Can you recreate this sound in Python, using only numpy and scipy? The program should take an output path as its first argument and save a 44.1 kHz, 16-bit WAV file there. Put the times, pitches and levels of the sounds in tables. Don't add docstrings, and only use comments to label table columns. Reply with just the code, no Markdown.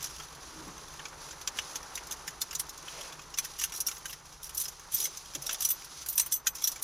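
import sys
import numpy as np
from scipy.fft import rfft, irfft, next_fast_len
from scipy.io import wavfile
from scipy.ndimage import map_coordinates

SR = 44100
rng = np.random.default_rng(int(sys.argv[2]) if len(sys.argv) > 2 else 0)


def digitize_waveform(pressure):
    field = np.atleast_2d(pressure).T
    bounded = np.clip(field, -1, 1)
    quanta = np.round(bounded * 32767).astype(np.int16)
    wavfile.write(sys.argv[1], SR, quanta)


N = 301203

# time_s, level_db
HUM_LEVEL = [(0, -57.5), (6.8, -61.5)]
# (per Hz, relative)
HUM_COLOUR = [(11, -39), (18, 2.5), (49, 3.5), (65, 6), (91, -8), (151, 2.5), (215, -14), (240, -23),
              (310, -60), (530, -120)]
# freq_hz, level_db (against the hum, before wavering)
HUM_TONES = [(33, -14.5), (56, -9), (157, -15)]
# time_s, level_db (before trim and wavering)
AIR_LEVEL = [(0.0, -51.5), (0.25, -53), (1.45, -51.5), (1.75, -50.5), (2.72, -53.5), (3.06, -50.5),
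             (3.33, -55.5), (3.96, -53.5), (4.24, -57.5), (5.73, -55.5), (6.28, -56.5), (6.83, -54.5)]
# (per Hz, relative)
AIR_COLOUR = [(180, -9), (320, -1.5), (430, -1.5), (680, -4.5), (830, 2), (1150, 3), (1600, -3),
              (2100, -7.5), (3000, -13.5), (4500, -16), (8000, -42)]
# time_s, level_db
GRIP_LEVEL = [(0, -54.5), (2.8, -54), (4.2, -59.5), (5.3, -51), (6.45, -63), (6.83, -60)]
# start_s, length_s, level_db
RUBS = [(0, 0.24, -50.5), (.42, 0.64, -55), (1.208, 0.11, -51), (1.57, 0.2, -48), (1.82, 0.38, -56.5),
        (2.46, 0.51, -59.5), (2.878, 0.2, -49), (3.436, 0.26, -50.5), (3.87, 0.3, -57), (4.266, 0.056, -57),
        (4.452, 0.3, -58.5), (4.925, 0.27, -53), (5.45, 0.11, -51.5), (5.604, 0.26, -52.5),
        (5.918, 0.11, -48), (6.11, 0.2, -54), (6.581, 0.21, -52)]
# (per Hz, relative)
SKIN_COLOUR = [(1500, -12), (3000, -5), (4300, -2), (5400, 0.5), (6200, 3.5), (7000, -3.5), (8000, -12.5),
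               (10000, -9), (15000, -62)]
# (per Hz, relative)
METAL_SLIDE_COLOUR = [(6000, -21), (8000, -18.5), (10000, 1), (11300, -5), (12500, -9), (14500, -8.5),
                      (15800, -20)]
# start_s, click_db (near 5 kHz, relative), knock_db (near 1.7 kHz, over the click),
# sparkle_db (near 11 kHz, over the click), note_hz
CONTACTS = [(0.026, -39, -9, -2, 5720), (0.041, -35.5, -12, -4.5, 5950), (0.199, -45, 1.5, -8.5, 1320),
            (0.993, -48, 7, -17, 3040), (1.053, -40.5, 0, -22, 2310), (1.308, -42, -6.5, -22, 6080),
            (1.412, -43, -7, -7, 6040), (1.474, -28, -7.5, -13, 5820), (1.586, -32, 1.5, -13.5, 2950),
            (1.756, -33.5, -8, -8, 6000), (1.953, -36, -30, -4, 6100), (1.974, -40, 1, -7, 5680),
            (2.069, -45, -16, -5, 6120), (2.11, -37.5, -9, -4, 6470), (2.121, -37.5, -10, -2.5, 6370),
            (2.277, -37, -3, -4.5, 6870), (2.415, -28.5, -15.5, -2, 3590), (2.509, -39, -6, -14, 6300),
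            (2.528, -45, 1.5, -1, 5640), (2.55, -29, -23, -9.5, 6960), (2.595, -33, -9.5, 3.5, 10600),
            (2.692, -42.5, -15, -3.5, 5300), (2.775, -44, -19, -8, 6400), (2.881, -52, 9, -4.5, 2590),
            (3.009, -43.5, -3, -4, 3300), (3.123, -46, -2.5, -10, 3450), (3.192, -47, 0.5, -15.5, 2520),
            (3.34, -40, -6, -17.5, 5300), (3.374, -38.5, -5, -4, 6000), (3.385, -28, -5.5, -2.5, 6160),
            (3.447, -38.5, -4.5, -1.5, 5950), (3.587, -40, -1.5, 0, 5590), (3.614, -39, -0.5, 2, 6100),
            (3.637, -30.5, -5.5, 2, 6180), (3.721, -40.5, -4.5, -5, 5630), (3.738, -41.5, -6.5, -4, 5590),
            (3.803, -31.5, -22, 1.5, 10980), (3.869, -31.5, -18, 1.5, 5620), (3.883, -33.5, -7.5, -6, 5870),
            (3.912, -40, -3, -7, 6400), (3.967, -41.5, -11, -17, 6400), (4.055, -37.5, -3.5, -5.5, 1580),
            (4.095, -48, 2, 2, 12240), (4.128, -43, -0.5, -3, 5140), (4.43, -45, -12, 2, 6080),
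            (4.492, -49, 0.5, 4, 5900), (4.547, -42.5, -24, 4, 12480), (4.577, -41.5, -37, 7, 12200),
            (4.598, -42, -25, 6, 8160), (4.613, -35, -15, 3.5, 12330), (4.653, -37, -10, -7.5, 5140),
            (4.681, -38, -12, -2, 5720), (4.921, -44, -6, 7, 6080), (4.94, -38.5, -13, 8.5, 13900),
            (4.98, -41, -16, 6, 5460), (5.001, -34, -13.5, 3, 9700), (5.022, -43, -4, 4, 6130),
            (5.053, -32, -10, -2.5, 6130), (5.171, -40.5, -19, -5, 6200), (5.349, -33.5, -6.5, -6.5, 6180),
            (5.421, -42, -12, 0, 6090), (5.464, -34.5, -12.5, -2, 5630), (5.492, -33.5, 0, -12, 5700),
            (5.508, -37.5, -1.5, -4, 5730), (5.528, -39, -4, 7, 6100), (5.544, -36.5, -8, -11, 3540),
            (5.605, -33.5, -13.5, -1.5, 14100), (5.621, -34, -11, -0.5, 14120),
            (5.649, -26, -20, 1.5, 6000), (5.705, -34, -11, 7, 14050), (5.844, -45, -10.5, -1.5, 5470),
            (6.06, -43, -6.5, 3.5, 11800), (6.086, -36, -20, 6, 13870), (6.127, -45.5, -10, 6.5, 14170),
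            (6.178, -26.5, -10, 2, 8580), (6.196, -25, -12.5, 1, 8170), (6.261, -46, -2.5, 9.5, 14280),
            (6.321, -32, -15, 4.5, 6180), (6.469, -23.5, -6.5, -7.5, 6140), (6.551, -41, -15, 1, 5930),
            (6.62, -40, -7, 0, 6070), (6.641, -29.5, -18, 0, 5540), (6.673, -27.5, -17.5, -2.5, 5650),
            (6.716, -39, -16, 1, 6030), (6.824, -36.5, -12, 6.5, 9940)]
# (per Hz, relative)
CLINK_COLOUR = [(450, -25), (850, -18), (1350, -4.5), (2100, -3.5), (3400, 1.5), (4500, -2), (5900, 9),
                (7500, 2.5), (8500, 4), (10000, 17), (11200, 7.5), (12400, 13.5), (14200, 8), (15600, -4)]
# start_s, length_s, click_db (before scatter),
# sparkle_db (over the click)
FLURRIES = [(.03, .03, -45.5, -3), (3.595, .05, -35, -10), (3.74, .04, -42.5, 0), (3.89, .09, -55, 2),
            (4.06, .08, -49, -2), (4.438, .04, -45.5, 0), (4.56, .09, -42.5, 2), (4.93, .13, -39, -2),
            (5.43, .12, -51.5, -3), (5.61, .11, -43.5, 3), (6.07, .11, -53, 0), (6.324, .04, -46, -12),
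            (6.55, .13, -47, -6)]
# low_hz, high_hz
TOUCH_NOTE_HZ = (5550, 6500)
# centre_s, half_length_s, level_db (before grain), centre_hz
RUSTLES = [(0.637, 0.19, -55, 292), (.64, 0.12, -65, 116), (1.207, 0.2, -61, 440), (1.795, 0.27, -56, 805),
           (3.02, .11, -51.5, 560), (3.006, 0.12, -51.5, 2420), (5.043, 0.076, -56.5, 360),
           (5.366, 0.018, -51.5, 323), (5.498, 0.13, -56.5, 585)]
# start_s, level_db, pitch_hz, t60_s
BUMPS = [(0.558, -44, 318, .12), (0.577, -48, 157, 0.17), (0.668, -45, 306, 0.076),
         (0.676, -43.5, 180, 0.08), (2.28, -51.5, 167, 0.13), (4.941, -48, 114, 0.09),
         (5.351, -46, 302, 0.16), (5.354, -46, 545, .07), (5.375, -48, 140.5, 0.27)]
# start_s, level_db
HEAD_KNOCKS = [(1.586, -39), (4.054, -42), (6.4662, -30.5)]
# pitch_hz, level_db (relative), t60_s
HEAD_MODES = [(1366, -7, 0.028), (1564, -2, 0.049), (1867, -3, 0.053)]
# start_s, level_db
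HEAVY_STRIKES = [(3.738, -40), (3.804, -32), (3.866, -28.5), (5.649, -32), (6.64, -23), (6.676, -28)]
# pitch_hz, level_db (relative), t60_s
HEAVY_MODES = [(5630, -1, .08), (5820, 0, .07), (5930, -3, .07), (12470, -9, .05)]
# start_s, fifth_mode_db, last_mode_db (ends of a tilt over KEY_MODES)
FREE_RINGS = [(3.8063, -50, -54), (3.8678, -50, -37), (4.5767, -35, -38), (4.9452, -35, -25),
              (5.0415, -29.5, -36), (5.6224, -36, -37), (5.688, -36, -29), (5.7028, -48, -23),
              (5.711, -56, -28), (6.099, -53, -32), (6.1554, -49, -33), (6.1758, -46, -29),
              (6.212, -35, -34), (6.3231, -29.5, -31), (6.3388, -34, -29), (6.3564, -41, -37),
              (6.4736, -41, -29), (6.6732, -38, -30)]
# pitch_hz (before bending), level_db (relative, before scatter), t60_s
KEY_MODES = [(2929, -16, .07), (3386, -14, .07), (5566, -10, .07), (5985, -7, .08), (6135, 1, .16),
             (6250, -7, .13), (6944, -14, .07), (8038, -7, .09), (8190, -5, .11), (8530, -10, .07),
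             (9670, -12, .08), (9850, -8, .1), (10400, -12, .07), (11880, -4, .11), (12010, -9, .08),
             (12430, -9, .07), (13830, -5, .08), (14045, 1, .085), (14170, -6, .08), (14330, -8, .08)]
# freq_hz, side_over_mid_db
BACKGROUND_SIDE = [(30, -48), (100, -26.5), (250, -12), (700, -11.5), (1300, -12), (2500, -17),
                   (4000, -27.5), (6000, -31), (8500, -4), (12500, -32)]
# freq_hz, side_db (against the direct sound)
REFLECTED = [(1000, -30), (3500, -53), (6000, -19), (8500, -7), (12000, -24)]
# freq_hz, left_minus_right_db
PORT_LEAN = [(200, 0), (800, -.6), (2200, 0), (5000, 0), (6300, -.7), (7000, -3.5), (8000, -4.3),
             (8250, -7.5), (8680, -12), (9000, -5.5), (9500, -2.3), (10700, -.7), (12000, 0)]
# freq_hz, left_lead_rad
PORT_LEAD = [(4800, 0), (6100, -.26), (8100, -.43), (8750, -.2), (8950, .22), (9800, .26), (11300, 0)]

RUB_ATTACK_S, RUB_RELEASE_S = 0.025, 0.026
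METAL_SLIDE_DB = -9.5
CLINK_ATTACK_S = 0.0018
REBOUND_S, REBOUND_DB = 0.007, -13
TOUCHES_PER_S, TOUCH_SCATTER_DB = 90, 2.5
TOP_HZ = 15850


def amp(db):
    return 10 ** (np.asarray(db) / 20)


def unit(x):
    return x / np.sqrt(np.mean(x ** 2) + 1e-20)


def along(points, hz):
    f, v = np.transpose(points)
    return np.interp(np.log(hz + 1), np.log(f + 1), v)


def level_curve(points):
    s, db = np.transpose(points)
    return np.interp(np.arange(N) / SR, s, db)


def wobble(rate):
    knots = rng.standard_normal(int(N * rate / SR) + 4)
    return map_coordinates(knots, [np.arange(N) * rate / SR], order=1)


def filtered(x, response):
    m = next_fast_len(N + SR // 4)
    return irfft(rfft(x, m) * response(np.fft.rfftfreq(m, 1 / SR)), m)[..., :N]


def noise(spectrum):
    def response(hz):
        upper_end = 1 / (1 + (hz / spectrum[-1][0]) ** 8)
        lower_end = 1 / (1 + (spectrum[0][0] / (hz + 1)) ** 8)
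        return amp(along(spectrum, hz)) * upper_end * lower_end
    return unit(filtered(rng.standard_normal(N), response))


def add(track, s, sound):
    start = max(round(s * SR), 0)
    track[start:start + len(sound)] += sound[:max(N - start, 0)]


def fade(t, attack, t60):
    shape = (1 - np.exp(-t / attack)) * amp(-60 * t / t60)
    return shape / shape.max()


def struck(t, modes, attack):
    tones = 0
    for hz, db, t60 in modes:
        tones = tones + amp(db) * fade(t, attack, t60) * np.sin(2 * np.pi * (hz * t + rng.random()))
    return tones


def cabin(air_trim_db=0.33):
    t = np.arange(N) / SR
    tones = 0
    for hz, db in HUM_TONES:
        level = amp(db + 2.1 * wobble(3.37)) * np.sqrt(2)
        tones = tones + level * np.sin(2 * np.pi * hz * t + wobble(8.9))
    hum = amp(level_curve(HUM_LEVEL)) * (noise(HUM_COLOUR) + tones)
    air_level = amp(level_curve(AIR_LEVEL) + air_trim_db + 1.88 * wobble(90))
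    return hum + air_level * noise(AIR_COLOUR)


def rubbing():
    t = np.arange(N) / SR
    power = amp(level_curve(GRIP_LEVEL)) ** 2
    for s, length, db in RUBS:
        before = np.maximum(s - t, 0) / RUB_ATTACK_S
        after = np.maximum(t - s - length, 0) / RUB_RELEASE_S
        power = power + (amp(db) * np.exp(-(before + after) ** 2)) ** 2
    return np.sqrt(power)


def fingers(grain_db=1.5):
    grain = unit(amp(grain_db * wobble(160) + 0.43 * wobble(35)))
    hiss = noise(SKIN_COLOUR) + amp(METAL_SLIDE_DB) * noise(METAL_SLIDE_COLOUR)
    return grain * rubbing() * hiss


def clink(t, levels, note_hz, life, body_db):
    hz = np.fft.rfftfreq(len(t), 1 / SR)
    modes_db = 5.0 * map_coordinates(rng.standard_normal(120), [hz / 190], order=1)
    below = lambda edge_hz: 1 / (1 + (hz / edge_hz) ** 20)
    colour = amp(along(CLINK_COLOUR, hz) + modes_db + body_db * below(1580))
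    low, not_high = below(3470), below(7540)
    bands = [low, not_high - low, 1 - not_high]
    gain = sum(amp(db) * unit(colour * band) for db, band in zip(levels, bands))
    landing = np.maximum(t - rng.uniform(0.0009, 0.0037), 0)
    hardness = amp(1.13 * rng.standard_normal())
    snap = hardness * fade(landing, 0.0001, 0.0011)
    decay = fade(t, CLINK_ATTACK_S, life)
    chatter = amp(-0.1 * np.interp(t, np.arange(99) / 700, rng.standard_normal(99)))
    cloud = irfft(rfft(rng.standard_normal(len(t))) * gain, len(t)) * np.hypot(decay, snap) * chatter
    note_db = along(list(zip([1700, 5000, 11000], levels)), note_hz) - 0.5
    note = np.sin(2 * np.pi * (note_hz * t + rng.random())) * decay
    return cloud + amp(note_db) * note


def contacts(held_t60=0.046, free_t60=0.055, held_body_db=9):
    t = np.arange(4096) / SR
    track = np.zeros(N)
    for s, db, knock, sparkle, note_hz in CONTACTS:
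        loose = np.clip(1 + sparkle / 14, 0, 1)
        life = held_t60 + loose * (free_t60 - held_t60)
        levels = (db + knock, db, db + sparkle)
        body_db = held_body_db * (1 - loose) ** 4
        add(track, s, clink(t, levels, note_hz, life, body_db))
        rebound_s = s + REBOUND_S * (0.5 + rng.random())
        add(track, rebound_s, amp(REBOUND_DB) * clink(t, levels, note_hz, life, body_db))
    return track


def shimmer(lead_s=0.0054, lag_s=0.011, click_db=-13, sparkle_db=-13):
    t = np.arange(-SR // 20, SR // 8) / SR
    drag = np.exp(-(t / np.where(t < 0, lead_s, lag_s)) ** 2)
    click_power, sparkle_power = np.zeros((2, N))
    for s, db, _, sparkle, _ in CONTACTS:
        add(click_power, s + t[0], amp(db + min(sparkle, 0) + click_db) ** 2 * drag)
        add(sparkle_power, s + t[0], amp(db + sparkle + sparkle_db) ** 2 * drag)
    metal = noise(CLINK_COLOUR)
    middle = unit(filtered(metal, lambda hz: (hz > 2400) & (hz < 7900)))
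    top = unit(filtered(metal, lambda hz: hz > 7900))
    grain = unit(amp(3 * wobble(360)))
    return (np.sqrt(click_power) * middle + np.sqrt(sparkle_power) * top) * grain


def flurries(knock_db=-15, life=0.06):
    t = np.arange(2048) / SR
    track = np.zeros(N)
    for start, length, db, sparkle in FLURRIES:
        for k, (slip, size, pitch) in enumerate(rng.random((20, 3))):
            delay = (k + slip) / TOUCHES_PER_S
            click = db + TOUCH_SCATTER_DB * (2 * size - 1)
            levels = (click + knock_db, click, click + sparkle)
            note_hz = np.interp(pitch, [0, 1], TOUCH_NOTE_HZ)
            touch = clink(t, levels, note_hz, life, body_db=0)
            add(track, start + delay, touch * (delay < length))
    return track


def ticks(count=90, spread_db=2, knock_db=-6, sparkle_db=-7, life=0.05):
    t = np.arange(2048) / SR
    rub_db = 20 * np.log10(rubbing())
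    track = np.zeros(N)
    for when, size, pitch in rng.random((count, 3)):
        db = rub_db[int(when * N)] - spread_db * np.log(size + 0.0085)
        note_hz = np.interp(pitch, [0, 1], TOUCH_NOTE_HZ)
        levels = (db + knock_db, db, db + sparkle_db)
        add(track, when * N / SR, clink(t, levels, note_hz, life, body_db=5))
    return track


def seat(skirt_db=-17):
    t = np.arange(N) / SR
    swells = 0
    for s, half, db, hz in RUSTLES:
        cloth = noise([(hz / 3, skirt_db), (hz, 0), (hz * 3.5, skirt_db)])
        swells = swells + amp(db) * np.exp(-((t - s) / half) ** 2) * cloth
    return swells * amp(2.5 * wobble(60))


def bumps(attack=0.0021):
    t = np.arange(SR // 3) / SR
    track = np.zeros(N)
    for s, db, hz, t60 in BUMPS:
        add(track, s, amp(db) * fade(t, attack, t60) * np.sin(2 * np.pi * hz * t))
    return track


def key_head():
    t = np.arange(SR // 10) / SR
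    track = np.zeros(N)
    for s, db in HEAD_KNOCKS:
        add(track, s, amp(db) * struck(t, HEAD_MODES, attack=0.00089))
    return track


def heavy_key():
    t = np.arange(SR // 6) / SR
    track = np.zeros(N)
    for s, db in HEAVY_STRIKES:
        add(track, s, amp(db) * struck(t, HEAVY_MODES, attack=0.0003))
    return track


def rings(scatter_db=3, attack=0.00097):
    t = np.arange(SR // 4) / SR
    hz, db, t60 = np.transpose(KEY_MODES)
    decays = np.array([fade(t, attack, life) for life in t60])
    total = np.sqrt(np.mean(amp(db) ** 2))
    track = np.zeros(N)
    for s, fifth_db, last_db in FREE_RINGS:
        strength, grip, phase = rng.standard_normal((3, len(hz)))
        tilt = amp(along([(hz[4], fifth_db), (hz[-1], last_db)], hz))
        bend = 1 + grip * (0.0015 - 0.0006 * np.minimum(db, 0))
        tones = np.sin(2 * np.pi * ((hz * bend)[:, None] * t + phase[:, None]))
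        shares = unit(amp(db + scatter_db * strength)) * total
        add(track, s, (tilt * shares) @ (tones * decays))
    return track


def ports(x):
    half = np.array([[0.5], [-0.5]])

    def difference(hz):
        return amp(half * along(PORT_LEAN, hz)) * np.exp(1j * half * along(PORT_LEAD, hz))
    return filtered(x, difference)


def scene():
    keys = lambda: contacts() + rings()
    background = lambda: cabin() + fingers() + shimmer()
    near = keys() + flurries() + ticks() + seat() + bumps() + key_head() + heavy_key()
    background_side = filtered(background(), lambda hz: amp(along(BACKGROUND_SIDE, hz)))
    reflections = filtered(keys(), lambda hz: amp(along(REFLECTED, hz)))
    side = background_side + reflections
    return ports(near + background()) + np.array([side, -side])


def record(dry):
    return filtered(dry, lambda hz: hz < TOP_HZ)


dry = scene()
out = record(dry)
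digitize_waveform(out)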